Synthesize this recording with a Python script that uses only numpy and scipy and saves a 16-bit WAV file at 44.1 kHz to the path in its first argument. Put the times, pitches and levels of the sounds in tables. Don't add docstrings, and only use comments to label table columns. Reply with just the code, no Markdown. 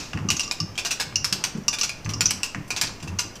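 import sys
import numpy as np
from scipy import signal
from scipy.fft import rfft, irfft
from scipy.io import wavfile
from scipy.ndimage import uniform_filter1d

SR = 44100
rng = np.random.default_rng(int(sys.argv[2]) if len(sys.argv) > 2 else 0)


def file_out(sig):
    cols = np.atleast_2d(sig).T
    lim = np.clip(cols, -1, 1)
    pcm = np.round(lim * 32767).astype(np.int16)
    wavfile.write(sys.argv[1], SR, pcm)


def undo_db(level):
    steps = np.asarray(level, float) / 20
    return 10 ** steps


N = 149940

# pitch_hz, level_db, t60_s
LINK_MODES = [(1060, -15, 0.26), (2730, -3, 0.23), (3200, -10, 0.23), (4270, -15, 0.3), (5700, -20, 0.15),
              (7350, -4.5, 0.23), (9280, -15, 0.31)]
# pitch_hz, level_db
STEEL = [(290, 3.5), (500, -8.5), (1480, -5), (2040, -10), (2540, 1.5), (3110, -7), (5240, -0.5),
         (14900, -13), (16000, -52)]


def evened(x):
    return x / np.sqrt(np.mean(x ** 2) + 1e-20)


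def read(points, hz):
    f, value = np.transpose(points)
    return np.interp(np.log(hz + 1), np.log(f + 1), value)


def add(mix, start_s, sound):
    part = mix[round(start_s * SR):][:len(sound)]
    part += sound[:len(part)]


def high(x, hz):
    return signal.sosfilt(signal.butter(3, hz, "high", fs=SR, output="sos"), x)


def coloured(count, points, bright_db=0, lead_hz=5500, focus_db=0, patch_db=0):
    hz = np.fft.rfftfreq(count, 1 / SR)
    tilt = bright_db * np.clip((hz - 6500) / 3000, 0, 1)
    tilt = tilt + focus_db * np.exp(-((hz - lead_hz) / 900) ** 2)
    luck = rng.standard_normal(len(hz))
    broad = evened(uniform_filter1d(luck, 120))
    fine = evened(uniform_filter1d(luck[::-1], 12))
    tilt = tilt + patch_db * evened(broad + fine)
    spectrum = rfft(rng.standard_normal(count)) * undo_db(read(points, hz) + tilt)
    return evened(irfft(spectrum, count))


def bell(pitch_hz, level_db, t60_s):
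    t = np.arange(9000) / SR
    onset = 1 - np.exp(-t / 0.0011)
    return undo_db(level_db - 60 * t / t60_s) * np.sin(2 * np.pi * pitch_hz * t) * onset


def blow(pitch_hz, level_db, width_s):
    t = np.arange(600) / SR
    pulse = (t / width_s) * np.exp(1 - t / width_s)
    return undo_db(level_db) * np.sin(2 * np.pi * pitch_hz * t) * pulse


def strike(modes, peak_db, bright_db, rattle_s, clatter_db, clatter_t60, crack_db, share=0.077,
           lead_hz=5500, focus_db=0, grain_db=3):
    t = np.arange(9000) / SR
    ring_s, smear, spread_db = 0.036, 0.025, 13
    group = modes * 4
    luck = np.clip(rng.standard_normal((len(group), 2)), -1, 1)
    ring = np.zeros(len(t))
    for (hz, db, t60), (louder, sharper) in zip(group, luck):
        decay = undo_db(db + spread_db * louder - 60 * t / min(t60, ring_s))
        ring += decay * np.sin(2 * np.pi * hz * (1 + smear * sharper) * t)
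    ring *= 1 - np.exp(-t / 0.00029)

    rebounds = rng.standard_normal(2000) * (rng.random(2000) < share)
    contacts = 0.5 * rebounds * np.exp(-t[:2000] / rattle_s)
    contacts[0] = 1
    rung = signal.fftconvolve(ring, contacts)[:len(t)]

    clatter = undo_db(clatter_db - 60 * np.maximum(t - rattle_s, 0) / clatter_t60)
    crack = undo_db(crack_db - 60 * t / 0.008)
    noise = coloured(len(t), STEEL, bright_db, lead_hz, focus_db, patch_db=2.8)
    grains = undo_db(grain_db * evened(uniform_filter1d(rng.standard_normal(len(t)), 60)))
    noise = noise * grains * (clatter + crack) * np.minimum(t / 0.00034, 1)
    sound = rung / abs(rung).max() + noise
    return undo_db(peak_db) * sound / abs(sound).max()


def quiet_floor():
    # pitch_hz, level_db
    floor_points = [(15, 11), (25, 2.5), (123, 6), (641, -4), (2760, -13), (3920, -23.5), (5880, -16),
                    (14800, -52), (16000, -26)]
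    return undo_db(-41.5 - 1.5) * coloured(N, floor_points)


def earlier_clank():
    t = np.arange(N) / SR
    return undo_db(-32.5 - 60 * t / 0.5) * coloured(N, STEEL, bright_db=-15.5)


def garage(x):
    # pitch_hz, t60_s
    decay_points = [(200, 0.52), (1000, 0.46), (3000, 0.46), (6000, 0.38), (12000, 0.25)]
    taps = np.zeros(SR)
    at = np.arange(200, SR - 20, 20)
    taps[at + rng.integers(0, 20, len(at))] = rng.choice([-1., 1.], len(at))
    hz, t, bands = signal.stft(taps, SR, nperseg=256)
    decay = undo_db(-60 * t / read(decay_points, hz)[:, None])
    tail = signal.istft(bands * decay, SR, nperseg=256)[1]
    return signal.fftconvolve(x, tail / np.linalg.norm(tail))[:N]


def early_echoes(direct):
    # start_s, level_db
    reflections = [
        (.0042, -12),
        (.009, -11.5),
    ]
    out = np.zeros(N)
    for start_s, level_db in reflections:
        add(out, start_s, undo_db(level_db) * direct)
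    return out


def shudders():
    # start_s, peak_db, pitch_hz
    beam_shudders = [(0.159, -21, 164.5), (0.184, -32, 158), (0.203, -25, 143), (0.222, -24.5, 145),
                     (0.258, -21, 205), (0.286, -28, 168), (0.306, -34, 195), (0.324, -29.5, 204),
                     (0.354, -28.5, 181.5), (0.617, -22.5, 159), (0.629, -24.5, 154), (0.645, -25, 178),
                     (1.079, -29.5, 119), (1.176, -32.0, 139), (1.232, -27.5, 141), (1.332, -27.5, 190),
                     (1.56, -23, 215), (1.59, -23.5, 210), (1.626, -30.5, 213), (2.061, -22, 114),
                     (2.083, -24.5, 155), (2.115, -24.5, 134), (2.155, -31, 138), (2.181, -27.5, 130),
                     (2.201, -32.5, 167), (2.214, -29, 174), (2.233, -27, 182), (2.257, -46, 202),
                     (2.274, -30, 147), (2.321, -35, 174.6), (2.56, -29, 178), (2.589, -22.5, 144.6),
                     (2.605, -30, 164), (2.837, -30.5, 155), (3.043, -22, 129), (3.064, -28, 107),
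                     (3.102, -29, 142), (3.135, -29.5, 183), (3.166, -30.5, 117), (3.249, -29.0, 119),
                     (.149, -22.5, 131.6),
    ]
    events = beam_shudders
    t, out = np.arange(3000) / SR, np.zeros(N)
    swell_s = 0.00902
    swell = ((t / swell_s) * np.exp(1 - t / swell_s)) ** 2
    for (start_s, peak_db, pitch_hz), turns in zip(events, rng.random((len(events), 3))):
        lump = np.zeros(len(t))
        for (ratio, level_db), turn in zip([(0.65, -4.5), (1.0, -1), (1.9, -11.5)], turns):
            lump += undo_db(level_db) * np.sin(2 * np.pi * (pitch_hz * ratio * t + turn))
        add(out, start_s - 1.502 * swell_s, undo_db(peak_db - 3.5) * swell * lump)
    return out


def beam():
    # start_s, level_db, shake_s, upper_modes_db, rub_db
    strokes = [(.142, -30, 0.21, 4, -42.5), (0.603, -33, 0.073, -7, -68), (1.065, -35.5, .17, -9, -60),
               (1.3, -50, 0.2, 21, -44), (1.551, -29, 0.037, 15, -47), (2.051, -31.5, 0.18, 1.5, -43.5),
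               (2.22, -39, 0.164, 10, -53), (2.552, -30, 0.035, 14, -48), (2.719, -49, 0.22, -12, -45),
               (3.03, -30.5, 0.13, -3.5, -44.5), (3.242, -36, 0.033, 10, -44)]
    # pitch_hz, level_db, t60_s
    beam_modes = [(92.5, 1, 0.23), (155, -5, 0.064), (209, 3.5, 0.045), (260, -4.5, 0.021),
                  (443, -18, 0.057)]
    # pitch_hz, level_db
    rub_points = [(350, 12), (550, 0.5), (1100, 8), (2200, -15.5), (4000, -42)]
    t, out = np.arange(SR // 2) / SR, np.zeros(N)
    for start_s, level_db, shake_s, upper_db, rub_db in strokes:
        hold = np.minimum(t / 0.0021, 1) * np.clip((shake_s - t) / 0.016, 0, 1)
        body = np.zeros(len(t))
        for hz, mode_db, t60 in beam_modes:
            decay = undo_db(mode_db + upper_db * (hz > 120) - 60 * t / t60)
            body += decay * np.sin(2 * np.pi * hz * t) * (1 - np.exp(-t / 0.001))
        force = rng.standard_normal(len(t)) * hold
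        force[0] += 10
        shake = signal.fftconvolve(force, body / np.linalg.norm(body))[:len(t)]
        grains = undo_db(3 * evened(uniform_filter1d(rng.standard_normal(len(t)), 300)))
        rub = hold * grains * coloured(len(t), rub_points)
        add(out, start_s, undo_db(level_db - 4.5) * shake + undo_db(rub_db) * rub)
    return out


def knocks(mix):
    # start_s, peak_db, centre_hz
    lever_stops = [(0.1335, -21.5, 2660), (.143, -36, 1500), (0.1749, -25, 1390), (0.19, -31, 1230),
                   (0.202, -36, 1120), (1.126, -35, 1660), (1.5505, -36, 2390), (2.062, -26, 1080),
                   (2.548, -20.5, 1960), (2.556, -34.5, 1500), (2.678, -61, 1660), (3.077, -33, 1010),
                   (2.406, -31, 1800)]
    # pitch_hz, level_db
    housing_points = [(300, -11), (900, -5), (2800, -4), (3600, -22), (5600, -10.5), (8000, -25),
                      (16000, -60)]
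    t = np.arange(4000) / SR
    decay = undo_db(-60 * t / 0.019) + undo_db(-6 - 60 * t / 0.051)
    shape = decay * np.minimum(t / 0.00014, 1)
    for start_s, peak_db, centre_hz in lever_stops:
        thud = shape * coloured(len(t), housing_points, lead_hz=centre_hz, focus_db=3)
        add(mix, start_s - 0.001, undo_db(peak_db - 7) * thud)
        add(mix, start_s - 0.001, blow(centre_hz, peak_db - 5.5, 0.0011))


def ticks(mix):
    # start_s, peak_db, lead_hz, bright_db
    touches = [
        (0.4326, -20, 6920, -30),
        (0.7553, -30.5, 3300, -23),
        (1.5748, -36, 7030, -12),
        (2.0476, -28, 6140, -16),
        (2.0924, -21, 5890, -16),
        (2.678, -38, 6170, -1),
        (3.001, -34, 5760, -26),
        (3.027, -24, 4970, -16),
        (3.0764, -28.5, 6100, -14.5),
        (3.3558, -30.5, 5780, -15),
    ]
    for start_s, peak_db, lead_hz, bright_db in touches:
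        tilt_db = np.clip(bright_db + 7, -15, 6)
        modes = LINK_MODES + [(lead_hz, 3, 0.08)]
        add(mix, start_s - 0.001, strike(modes, peak_db, tilt_db, 0.0077, -9.5, 0.095, -30))


def scrapes(mix):
    # start_s, peak_db, low_ring_db, bright_db, rattle_s
    drags = [(0.7776, -12.5, -8, -19, 0.019), (0.8492, -14, -32, -16.5, 0.02),
             (0.907, -13, -18, -16, 0.017), (0.9988, -13, -38, -16.5, 0.015),
             (1.7293, -13, -8.5, -19.5, 0.015), (1.7851, -15.5, -9, -14.5, 0.013),
             (1.8324, -11, -36, -18.5, 0.011), (1.8934, -15.5, -3, -16.5, 0.0039),
             (2.7047, -13, -2.5, -19, 0.012), (2.7635, -14.5, -32, -18, 0.014),
             (2.8345, -15.5, -31, -38, 0.0081), (2.8709, -24.5, -31, -22, 0.0069)]
    # pitch_hz, level_db, t60_s
    wheel_modes = [(1624, -11, 0.13), (2620, -3, 0.16), (3455, -1.5, 0.096), (4270, -21, 0.16),
                   (4860, -7.5, 0.31), (5400, -29, 0.24), (8000, -8, 0.12), (9100, -9, 0.39)]
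    low_hz = 2450
    for start_s, peak_db, low_db, bright_db, rattle_s in drags:
        ring_db = peak_db + low_db
        add(mix, start_s, bell(low_hz, ring_db - 7.5, 0.1))
        add(mix, start_s, bell(0.96 * low_hz, ring_db - 2, 0.03))
        add(mix, start_s, bell(1470, peak_db - 34, 0.36))
        add(mix, start_s, strike(wheel_modes, peak_db, bright_db + 7.5, max(rattle_s, 0.001), -2.9, 0.085,
                                 -14, share=0.029, grain_db=2.5))


def contacts(mix):
    # start_s, peak_db, pitch_hz
    touches = [(0.7808, -16, 3320), (0.865, -19, 5200), (0.91, -16, 2620), (1.0019, -16, 5040),
               (1.2492, -9, 5290), (1.6366, -38, 5730), (1.794, -21, 6260), (1.815, -9.5, 6060),
               (1.823, -18, 5200), (2.0547, -26.5, 6100), (2.2025, -39, 5800), (2.266, -13, 5370),
               (2.296, -23, 2750), (2.8707, -23, 4410), (3.2065, -14, 6100)]
    for start_s, peak_db, pitch_hz in touches:
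        at = start_s - 0.0006
        add(mix, at, blow(pitch_hz, peak_db - 5, 0.0006))
        add(mix, at, bell(pitch_hz, peak_db - 10, 0.03) + bell(1.3 * pitch_hz, peak_db - 17, 0.02))


def snaps(mix):
    # start_s, peak_db, lead_hz, low_ring_hz, low_ring_db
    tightenings = [(0.3029, -2.5, 5750, 2882, -11), (0.395, -10, 5690, 2781, -3),
                   (0.5119, -9, 5170, 2450, -7), (0.5206, -18.5, 7600, 2490, -46),
                   (1.2442, -6.5, 5550, 2420, -41), (1.3257, -5, 5310, 2867, -20),
                   (1.439, -6, 5840, 2890, -13), (2.2076, -5.5, 5300, 2390, -17),
                   (2.3073, -6, 8000, 2250, -22), (2.432, -8, 5540, 2810, -4.5),
                   (2.813, -5, 5670, 2450, -16), (3.1921, -6.5, 4860, 2720, -18)]
    for start_s, peak_db, lead_hz, low_hz, low_db in tightenings:
        modes = LINK_MODES + [(lead_hz, 4, 0.15), (low_hz, low_db - 9.5, 0.025)]
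        add(mix, start_s, strike(modes, peak_db - 3, -7.5, 0.0039, -7.5, 0.11, -1.2, share=0.005,
                                 lead_hz=lead_hz, focus_db=0.5))
        at = start_s + 0.0004
        add(mix, at, blow(lead_hz, peak_db - 7, 0.00049))
        add(mix, at, blow(1.367 * lead_hz, peak_db - 11, 0.00019))
        add(mix, at, blow(low_hz, peak_db - 12.5, 0.00037))
        add(mix, start_s, bell(low_hz, peak_db + low_db - 7, 0.05))


def pawl(mix):
    # start_s, peak_db, lead_hz, low_ring_db, bell_db
    drops = [(0.2885, -13.5, 5920, -13, -15), (0.3676, -14, 6400, -31, -23),
             (0.4071, -14.5, 5800, -17, -23), (0.478, -24, 5600, -22, -14.5),
             (0.6027, -10.5, 5430, -24.5, -22.5), (0.8573, -12.5, 6030, -18, -30),
             (1.1582, -7, 5750, -16.5, -56), (1.6822, -6, 5670, -18.5, -22.5),
             (1.8129, -10, 5800, -19.5, -23.5), (2.137, -19.5, 5600, -19.5, -18.5),
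             (2.2575, -7.5, 5880, -45, -46), (3.1885, -12.5, 5960, -18.5, -23)]
    # pitch_hz, level_db, t60_s
    pawl_modes = [(4670, -0.5, 0.12), (5140, -2, 0.18), (5300, -26, 0.32), (5880, -1, 0.2),
                  (6300, -2, 0.087), (7200, -4, 0.13)]
    low_hz, bell_hz = 2810, 1173
    for start_s, peak_db, lead_hz, low_db, bell_db in drops:
        at = start_s - 0.001
        modes = pawl_modes + [(lead_hz, 5, 0.1)]
        add(mix, at, strike(modes, peak_db, -8, 0.0025, -6.5, 0.046, -21, share=0.035,
                            lead_hz=lead_hz, focus_db=20.5))
        add(mix, start_s - 0.0007, blow(lead_hz, peak_db - 8.5, 0.0012))
        add(mix, at, bell(low_hz, peak_db + low_db + 12, 0.024))
        add(mix, at, bell(bell_hz, peak_db + bell_db + 5.5, 0.055))


def scene():
    hard, loose = np.zeros(N), np.zeros(N)
    knocks(loose)
    ticks(loose)
    scrapes(loose)
    contacts(hard)
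    snaps(hard)
    pawl(hard)
    hard, loose = high(hard, 840), high(loose, 535)
    low = high(beam() + shudders(), 64)
    steel = hard + loose
    room = undo_db(-8.5) * (garage(hard) + garage(loose)) + undo_db(-7.5) * garage(low)
    mix = steel + low + early_echoes(steel) + room + earlier_clank() + quiet_floor()
    return mix[None]


def band_limit(x):
    return signal.sosfilt(signal.butter(12, 16650, fs=SR, output="sos"), x)


def record(dry):
    dry = dry + undo_db(-62.5) * rng.standard_normal(dry.shape)
    edge_hz, top_hz, spill = 15450, 16700, 0.04
    edge, top = [signal.oaconvolve(dry, signal.firwin(511, hz, window="blackman", fs=SR)[None], "same")
                 for hz in (edge_hz, top_hz)]
    return band_limit(edge + spill * (top - edge))


dry = scene()
out = record(dry)
file_out(out)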